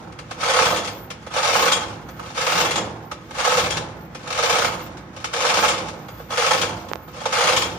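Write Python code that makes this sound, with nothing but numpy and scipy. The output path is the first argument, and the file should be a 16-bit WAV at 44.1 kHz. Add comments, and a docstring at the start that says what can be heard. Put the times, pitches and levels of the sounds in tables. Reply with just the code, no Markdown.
"""In an open sawmill shed, a worker hauls the hand chain of a hoist once a second to lift a big log.
The links clatter over the wheel and shake its steel housing, the slack chain jingles and clinks between
pulls, and the gears rumble on after each pull. A thin, high hiss comes and goes, machines hum low,
and three sharp ticks sound right beside the right microphone."""
import sys
import numpy as np
from scipy import signal
from scipy.fft import rfft, irfft, next_fast_len
from scipy.io import wavfile
from scipy.ndimage import uniform_filter1d, map_coordinates

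SR = 44100
rng = np.random.default_rng(int(sys.argv[2]) if len(sys.argv) > 2 else 0)


def store_wav(level_fs):
    """Save 16-bit WAV to argv[1]."""
    pcm = np.round(np.clip(np.atleast_2d(level_fs), -1, 1) * 32767)
    wavfile.write(sys.argv[1], SR, pcm.T.astype(np.int16))


N = 343098

# pulls on the hand chain: start_s, length_s, clatter_db, jingle_db, rumble_db, grab_db
HAULS = [(-0.644, .335, -23, -22.5, -29.5, -49), (0.37, .30, -20, -22.5, -31, -51),
         (1.298, .40, -21, -24, -32.5, -51.5), (2.332, .31, -23, -24, -28.5, -43.5),
         (3.325, .285, -21.5, -24, -30.5, -53.5), (4.311, .30, -21, -24, -32.5, -50),
         (5.306, .37, -21.5, -24, -31.5, -43), (6.288, .26, -21.5, -23.5, -31, -51),
         (7.27, .25, -20, -22, -31.5, -43.5)]


def chain():
    """The running chain and its knocks shake the housing and ring the links; the slack rings longer."""
    # single knocks of the chain on the hoist: time_s, housing_db, links_db
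    knocks = [(0.121, -43.0, -45.0), (0.187, -31.0, -36.0), (0.309, -24.0, -32.0), (0.428, -18.5, -33.0),
              (0.589, -12.0, -30.5), (0.722, -18.0, -32.5), (0.872, -30.0, -26.0), (1.102, -30.0, -30.0),
              (1.265, -30.0, -38.0), (1.361, -17.5, -26.0), (1.551, -14.0, -32.5), (1.625, -13.0, -24.5),
              (2.086, -34.0, -41.5), (2.193, -24.0, -39.5), (2.375, -20.0, -24.5), (2.6, -16.0, -22.5),
              (2.775, -16.0, -28.5), (3.113, -24.0, -31.5), (3.306, -31.5, -37.0), (3.39, -29.0, -31.0),
              (3.473, -15.0, -24.5), (3.768, -22.5, -22.0), (4.147, -28.5, -35.0), (4.273, -27.0, -32.5),
              (4.303, -22.0, -26.5), (4.324, -25.0, -26.0), (4.387, -22.0, -27.5), (4.433, -14.0, -25.5),
              (4.645, -17.0, -18.5), (4.969, -37.5, -41.5), (5.163, -31.0, -37.5), (5.242, -22.0, -24.0),
              (5.334, -17.5, -23.5), (5.443, -13.0, -27.5), (5.647, -13.0, -21.5), (5.882, -33.5, -32.0),
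              (6.083, -38.0, -41.0), (6.196, -29.5, -49.5), (6.304, -26.0, -30.0), (6.372, -18.0, -24.5),
              (6.507, -14.0, -22.5), (6.63, -17.0, -29.5), (6.884, -38.0, -39.0), (7.077, -34.5, -48.0),
              (7.214, -29.0, -39.5), (7.255, -15.5, -24.0), (7.326, -19.5, -24.5), (7.371, -16.0, -27.5)]
    # the slack swings against itself as a pull ends: time_s, clash_db, ring_db
    swings = [(0.761, -27, -29.5), (0.847, -32.5, -34.5), (1.674, -30, -30), (1.719, -20, -18.5),
              (2.709, -24, -30), (2.757, -23.5, -28.5), (3.706, -25, -26.5), (5.68, -20.5, -25.5),
              (6.615, -22, -30), (7.564, -19.5, -23.5), (7.619, -25.5, -27.5)]
    # ringing notes of the steel housing: pitch_hz, width_hz, level_db
    housing_notes = [(462.5, 31, -1), (513.7, 28.2, 3.5), (596.4, 52, -2.5), (739, 86, -3.5),
                     (858, 63, -.5), (1113, 71, -3.5), (1183, 33, -4), (1269, 76, -1), (1579, 100, -8),
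                     (1755, 60, -10)]
    # of the chain guide beside the wheel: pitch_hz, width_hz, level_db
    guide_notes = [(1812, 47, -3), (2159, 96, 1), (2376, 47, 1.5), (2683, 63, 0), (3420, 78, -6.5)]
    # of the free-hanging links: pitch_hz, width_hz, level_db
    slack_notes = [(3255, 72, 3), (3448, 69, -2), (3775, 49, -3), (4840, 39, -11.5), (5360, 60, -4.5),
                   (6500, 46, -10.5), (6730, 27, 2), (6900, 28, -7), (7400, 36, -3.5), (8390, 40, -20),
                   (8540, 24, -11), (9230, 46, -8.5), (10660, 50, -17)]
    knock_s, housing_db, links_db = np.transpose(knocks)
    swing_s, clash_db, ring_db = np.transpose(swings)
    clatter_db, jingle_db = chain_motion()
    beat = link_beat(clatter_db, links_per_second=42, scatter=.35, spread_db=1.0, fade_s=0.14, scrape=0.23)
    # each knock shakes the housing and rings the links, over the running chain's clatter
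    clatter = np.hypot(amp(clatter_db) * beat, bursts(knock_s, amp(housing_db), fade_s=0.055))
    clash = bursts(swing_s, amp(clash_db), fade_s=0.16)
    slack_ring = bursts(swing_s, amp(ring_db), fade_s=0.2)
    rise_s = 0.002  # a knock passes from link to link, so it starts softly
    lag = np.exp(-1 / (rise_s * SR))
    knock = signal.lfilter([1 - lag], [1, -lag], bursts(knock_s, amp(links_db), fade_s=0.095))
    jingle = np.sqrt((amp(jingle_db) * beat ** 0.75) ** 2 + knock ** 2 + clash ** 2)
    slack_level = np.hypot(slack_ring, amp(-16) * jingle)
    housing = resonate(clatter * contacts(per_second=5000, spread_db=2.5), housing_notes)
    guide = resonate(amp(-6.5) * jingle * contacts(per_second=3000, spread_db=4), guide_notes)
    slack = resonate(slack_level * contacts(per_second=2500, spread_db=7), slack_notes)
    links = link_ring(jingle * contacts(per_second=6000, spread_db=5), fade_s=0.056, ring_db=-2.5)
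    return housing + guide + slack + links


def chain_motion():
    """Clatter and jingle levels in dB: the hand grabs the slack and pulls; the chain never quite rests."""
    # how the wheel follows a pull: delay_s, rise_s, run_on_s, fall_db_per_s
    wheel_timing = (-0.013, 0.114, -0.017, 92)
    # how the swaying links follow it: delay_s, rise_s, run_on_s, fall_db_per_s
    link_timing = (0.0, 0.093, -0.017, 90)
    idle_clatter_db, idle_jingle_db, sway_db = -51, -64, 2.5
    grab_lead_s, grab_width_s, grab_clatter_db = 0.012, 0.112, 3.5
    starts, _, clatter_db, jingle_db, _, grab_db = np.transpose(HAULS)
    t = np.arange(N) / SR
    grab = sum(amp(db) * np.exp(-((t - s + grab_lead_s) / grab_width_s) ** 2)
               for s, db in zip(starts, grab_db))
    sway = amp(sway_db * wobble(11))
    clatter_between = sway * np.hypot(amp(idle_clatter_db), amp(grab_clatter_db) * grab)
    jingle_between = sway * np.hypot(amp(idle_jingle_db), grab)
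    clatter = np.hypot(hauled(clatter_db, wheel_timing), clatter_between)
    jingle = np.hypot(hauled(jingle_db, link_timing), jingle_between)
    return 20 * np.log10(clatter), 20 * np.log10(jingle)


def hauled(levels_db, timing):
    """Loudness of one part over all pulls: it speeds up, runs while the hand pulls, then coasts down."""
    delay_s, rise_s, run_on_s, fall_db_per_s = timing
    sag_db_per_s = 2.5  # the arm tires during a pull
    t = np.arange(N) / SR
    power = np.zeros(N)
    for (start, length, *_), db in zip(HAULS, levels_db):
        rise = 1 - np.exp(-(np.maximum(t - start - delay_s, 0) / rise_s) ** 1.3)
        sag_db = sag_db_per_s * np.clip(t - start, 0, length)
        coast_s = np.maximum(t - start - length - run_on_s, 0)
        power += (rise * amp(db - sag_db - fall_db_per_s * coast_s)) ** 2
    return np.sqrt(power)


def link_beat(effort_db, links_per_second, scatter, spread_db, fade_s, scrape):
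    """Links drop into the wheel's pockets over a steady scrape, at full rate only on the hardest pull."""
    speed = amp(.2 * (effort_db - effort_db.max()))
    links_passed = np.cumsum(links_per_second * speed) / SR
    jitter, size = rng.standard_normal((int(links_passed[-1]), 2)).T
    times = np.interp(np.arange(len(jitter)) + scatter * jitter, links_passed, np.arange(N) / SR)
    # a slow chain slides more than it knocks
    beat = speed ** 2 * bursts(times, amp(spread_db * size), fade_s) + scrape
    return beat / np.sqrt(np.abs(uniform_filter1d(beat ** 2, size=4000)))  # keep the level near 1


def link_ring(x, fade_s, ring_db):
    """Each contact cracks and sets off the links' many high notes; one link after another takes over."""
    # tone of the steel links: pitch_hz, level_db
    link_tone = [(300, -44), (1000, 3.5), (2000, -2), (3300, 0.5), (4200, -2), (5400, -2.5), (6800, -6),
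                 (7700, -13.5), (9300, -12.5), (10500, -20.5), (13000, -28.5), (16000, -48)]
    t = np.arange(SR // 4) / SR
    handover = 2 * wobble(8)
    ringing = 0
    for share in (np.cos(handover), np.sin(handover)):
        ring = rng.standard_normal((2, len(t))) * amp(-60 * t / fade_s)
        ring /= np.linalg.norm(ring[0])
        ringing = ringing + signal.fftconvolve(x * share, ring, axes=1)[:, :N]
    return coloured((x + amp(ring_db) * ringing) / np.hypot(1, amp(ring_db)), link_tone)


def contacts(per_second, spread_db):
    """Two streams of tiny steel-on-steel touches of unequal size."""
    touch = rng.random((2, N)) < per_second / SR
    direction = np.sign(rng.standard_normal((2, N)))
    size = amp(spread_db * np.clip(rng.standard_normal((2, N)), -2, 2))
    return unit(touch * direction * size)


def bursts(times, sizes, fade_s):
    """Loudness curve of blows that each set off a chatter, dying by 60 dB in fade_s."""
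    blows = np.bincount(np.clip(times * SR, 0, N - 1).astype(int), sizes ** 2, N)
    return np.sqrt(signal.lfilter([1], [1, -amp(-120 / (fade_s * SR))], blows))


def gears():
    """Heavy gears start late and rumble on, throbbing as their teeth meet; greased, they make no treble."""
    # how the gears follow a pull: delay_s, rise_s, run_on_s, fall_db_per_s
    gear_timing = (0.12, 0.1, 0.135, 48)
    # ringing notes of the gear case and its beam: pitch_hz, width_hz, level_db
    case_notes = [(86, 21, 0.5), (109.8, 8.3, 4.5), (156.4, 25.6, 1), (202, 33, 2.5), (276.5, 21, -0.5),
                  (322.7, 14.8, 3), (359.4, 26, 1.5), (504, 97, 0), (664, 62, 0), (817, 160, -0.5),
                  (1080, 140, -3), (1400, 260, -8)]
    tooth_hz, cutoff_hz = 38, 1900
    rumble = hauled(np.transpose(HAULS)[4], gear_timing)
    mesh = np.sin(2 * np.pi * tooth_hz * np.arange(N) / SR + 3 * wobble(6))
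    throb_db = 2.2 * mesh + .9 * wobble(25)
    teeth = rumble * amp(throb_db) * contacts(per_second=2500, spread_db=1)
    return filtered(resonate(teeth, case_notes), lambda hz: 1 / (1 + (hz / cutoff_hz) ** 4))


def ticks():
    """Tiny knocks beside the right microphone: a sudden push that dies within a cycle, with no echo."""
    # the knocks: time_s, level_db, pitch_hz, cutoff_hz
    taps = [(6.9154, -8.5, 400, 2800), (6.9345, -2.5, 1000, 6700), (6.9573, -11, 504, 7650)]
    out, t = np.zeros(N + SR), np.arange(SR // 50) / SR
    for s, db, hz, cutoff_hz in taps:
        push = -np.cos(2 * np.pi * hz * t) * np.exp(-2 * t * hz)
        softened = signal.lfilter(*signal.butter(4, cutoff_hz, fs=SR), push)
        out[round(s * SR):][:len(t)] += amp(db) * softened
    return out[:N] * amp([[-16], [0]])


def high_hiss():
    """A thin, very high hiss flares up over a faint steady trace."""
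    # flares on each pull, weaker ones between: centre_s, half_width_s, level_db
    flares = [(.7, .07, -44), (1.0, .07, -49), (1.6, .11, -42), (2.15, .1, -62), (2.57, .1, -42),
              (3.08, .06, -66), (3.57, .09, -46), (4.02, .04, -56), (4.58, .12, -44), (4.85, .03, -52),
              (5.61, .08, -45), (6.15, .12, -54), (6.52, .11, -49), (6.95, .16, -56), (7.55, .16, -52)]
    idle_db, pitch_hz, half_width_hz = -76, 14330, 280
    t = np.arange(N) / SR
    level = amp(idle_db) + sum(amp(db) * np.exp(-((t - s) / width) ** 2) for s, width, db in flares)
    noise = rng.standard_normal((2, N))
    hiss = filtered(noise, lambda hz: unit(np.exp(-((hz - pitch_hz) / half_width_hz) ** 2)))
    return level * amp(2.5 * wobble(18)) * hiss


def machines():
    """Machines elsewhere in the mill: a dull rush, a deep drone and a slightly unsteady hum."""
    # tone of the rush: pitch_hz, level_db
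    rush_tone = [(20, -24), (40, -19), (60, -1), (170, 1.5), (260, -2.5), (400, -10.5), (1000, -21.5),
                 (1400, -18), (2000, -19.5), (3500, -33.5), (7000, -45.5), (11000, -90), (15000, -75)]
    # the drone swells and fades: time_s, level_db
    drone_swells = [(0.0, -63), (0.48, -50), (1.65, -59), (1.88, -50), (2.97, -62), (3.27, -51),
                    (4.53, -60), (4.7, -46), (5.98, -61), (6.17, -44), (6.98, -59), (7.78, -45)]
    # notes of the hum: pitch_hz, level_db
    hum_notes = [(113, -52.5), (156, -51.5), (323, -54), (360.7, -60)]
    drone_hz = 59
    t = np.arange(N) / SR
    drone_db = np.interp(t, *np.transpose(drone_swells))
    rush = amp(-42.5 + wobble(3.02)) * coloured(rng.standard_normal((2, N)), rush_tone)
    drone = amp(drone_db) * np.sin(2 * np.pi * drone_hz * t + 0.6 * wobble(4.6))
    hum = 0
    for hz, db in hum_notes:
        level = amp(db + 2.2 * wobble(4.4)) * np.sqrt(2)
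        hum = hum + level * np.sin(2 * np.pi * hz * t + 1.55 * wobble(6))
    return rush + np.array([hum + drone, np.zeros(N)])  # the notes go in the shared stream only


def shed_echo(x):
    """The roof and walls throw the sound back; the treble dies first."""
    # time the echo takes to die by 60 dB: pitch_hz, fade_s
    fade_times = [(150, 0.96), (1000, 0.43), (2500, 0.45), (12000, 0.16)]
    hz, t, noise = signal.stft(rng.standard_normal((2, SR)), SR, nperseg=256)
    fade = amp(-60 * t / along(fade_times, hz)[:, None])
    tail = signal.istft(noise * fade, SR, nperseg=256)[1]
    tail = np.pad(tail / np.linalg.norm(tail[0]), ((0, 0), (SR // 100, 0)))  # arrives 10 ms late
    return signal.fftconvolve(x, tail, axes=1)[:, :N]


def microphones(x, lead_s):
    """Two microphones face different ways; each mixes x's shared first stream with its unrelated second."""
    # which side is louder: pitch_hz, left_minus_right_db
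    balance = [(250, -1), (520, -1.5), (850, -7), (1300, -8), (1800, -2.5), (2500, 5), (3200, 5),
               (4200, 17.5), (6500, 3), (8500, 11.5), (10000, 17.5), (13000, 6)]
    # how alike the sides sound: pitch_hz, likeness (0 to 1)
    likeness = [(100, 0.98), (400, 0.84), (800, 0.69), (1300, 0.24), (2000, 0.083), (8000, 0.11)]

    def pickup(hz, side):
        alike = along(likeness, hz)
        lean = amp(along(balance, hz) / 2)
        angle = np.arccos(alike) / 2
        shares = np.array([np.cos(angle), side * np.sin(angle)])
        phase = 2 * np.pi * lead_s * np.maximum(hz - 700, 0)  # the left hears the treble first
        centre_level = np.sqrt(lean ** 2 + lean ** -2 + 2 * alike * np.cos(phase)) / 2
        return shares * lean ** side / centre_level * np.exp(.5j * phase * side)
    return np.array([filtered(x, lambda hz: pickup(hz, side)).sum(axis=0) for side in (1, -1)])


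def amp(db):
    """Turn decibels into a multiplier."""
    return 10 ** (np.asarray(db) / 20)


def unit(x):
    """Scale x to an average power of 1."""
    return x / np.sqrt(np.mean(np.abs(x) ** 2) + 1e-20)


def along(points, hz):
    """Read between (pitch_hz, value) points on a musical (log) scale."""
    pitches, values = np.transpose(points)
    return np.interp(np.log(hz + 1), np.log(pitches + 1), values)


def wobble(per_second):
    """A smooth curve through random points, per_second of them each second."""
    points = rng.standard_normal(int(N * per_second / SR) + 4)
    at = np.arange(0, N, 64)
    return np.interp(np.arange(N), at, map_coordinates(points, [at * per_second / SR]))


def filtered(x, response):
    """Multiply each frequency in x by response(hz)."""
    size = next_fast_len(N + SR // 2)
    return irfft(rfft(x, size) * response(np.fft.rfftfreq(size, 1 / SR)), size)[..., :N]


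def coloured(x, tone):
    """Give white noise x a tone, keeping its power."""
    return filtered(x, lambda hz: unit(amp(along(tone, hz))))


def resonate(x, notes):
    """Let white noise x ring a body's notes, keeping its power."""
    def response(hz):
        return unit(sum((-1) ** k * amp(db) * 1j * hz * width / (pitch ** 2 - hz ** 2 + 1j * hz * width)
                        for k, (pitch, width, db) in enumerate(notes)))
    return filtered(x, response)


def scene():
    """The hoist in the shed over the mill's hum."""
    hoist = chain() + gears()
    mill = hoist + amp(-11) * shed_echo(hoist) + machines() + high_hiss()
    return microphones(mill, lead_s=.00007) + ticks()


def record(dry):
    """Cut off the very highest treble."""
    top_hz = 15950
    return filtered(dry, lambda hz: hz < top_hz)


dry = scene()
out = record(dry)
store_wav(out)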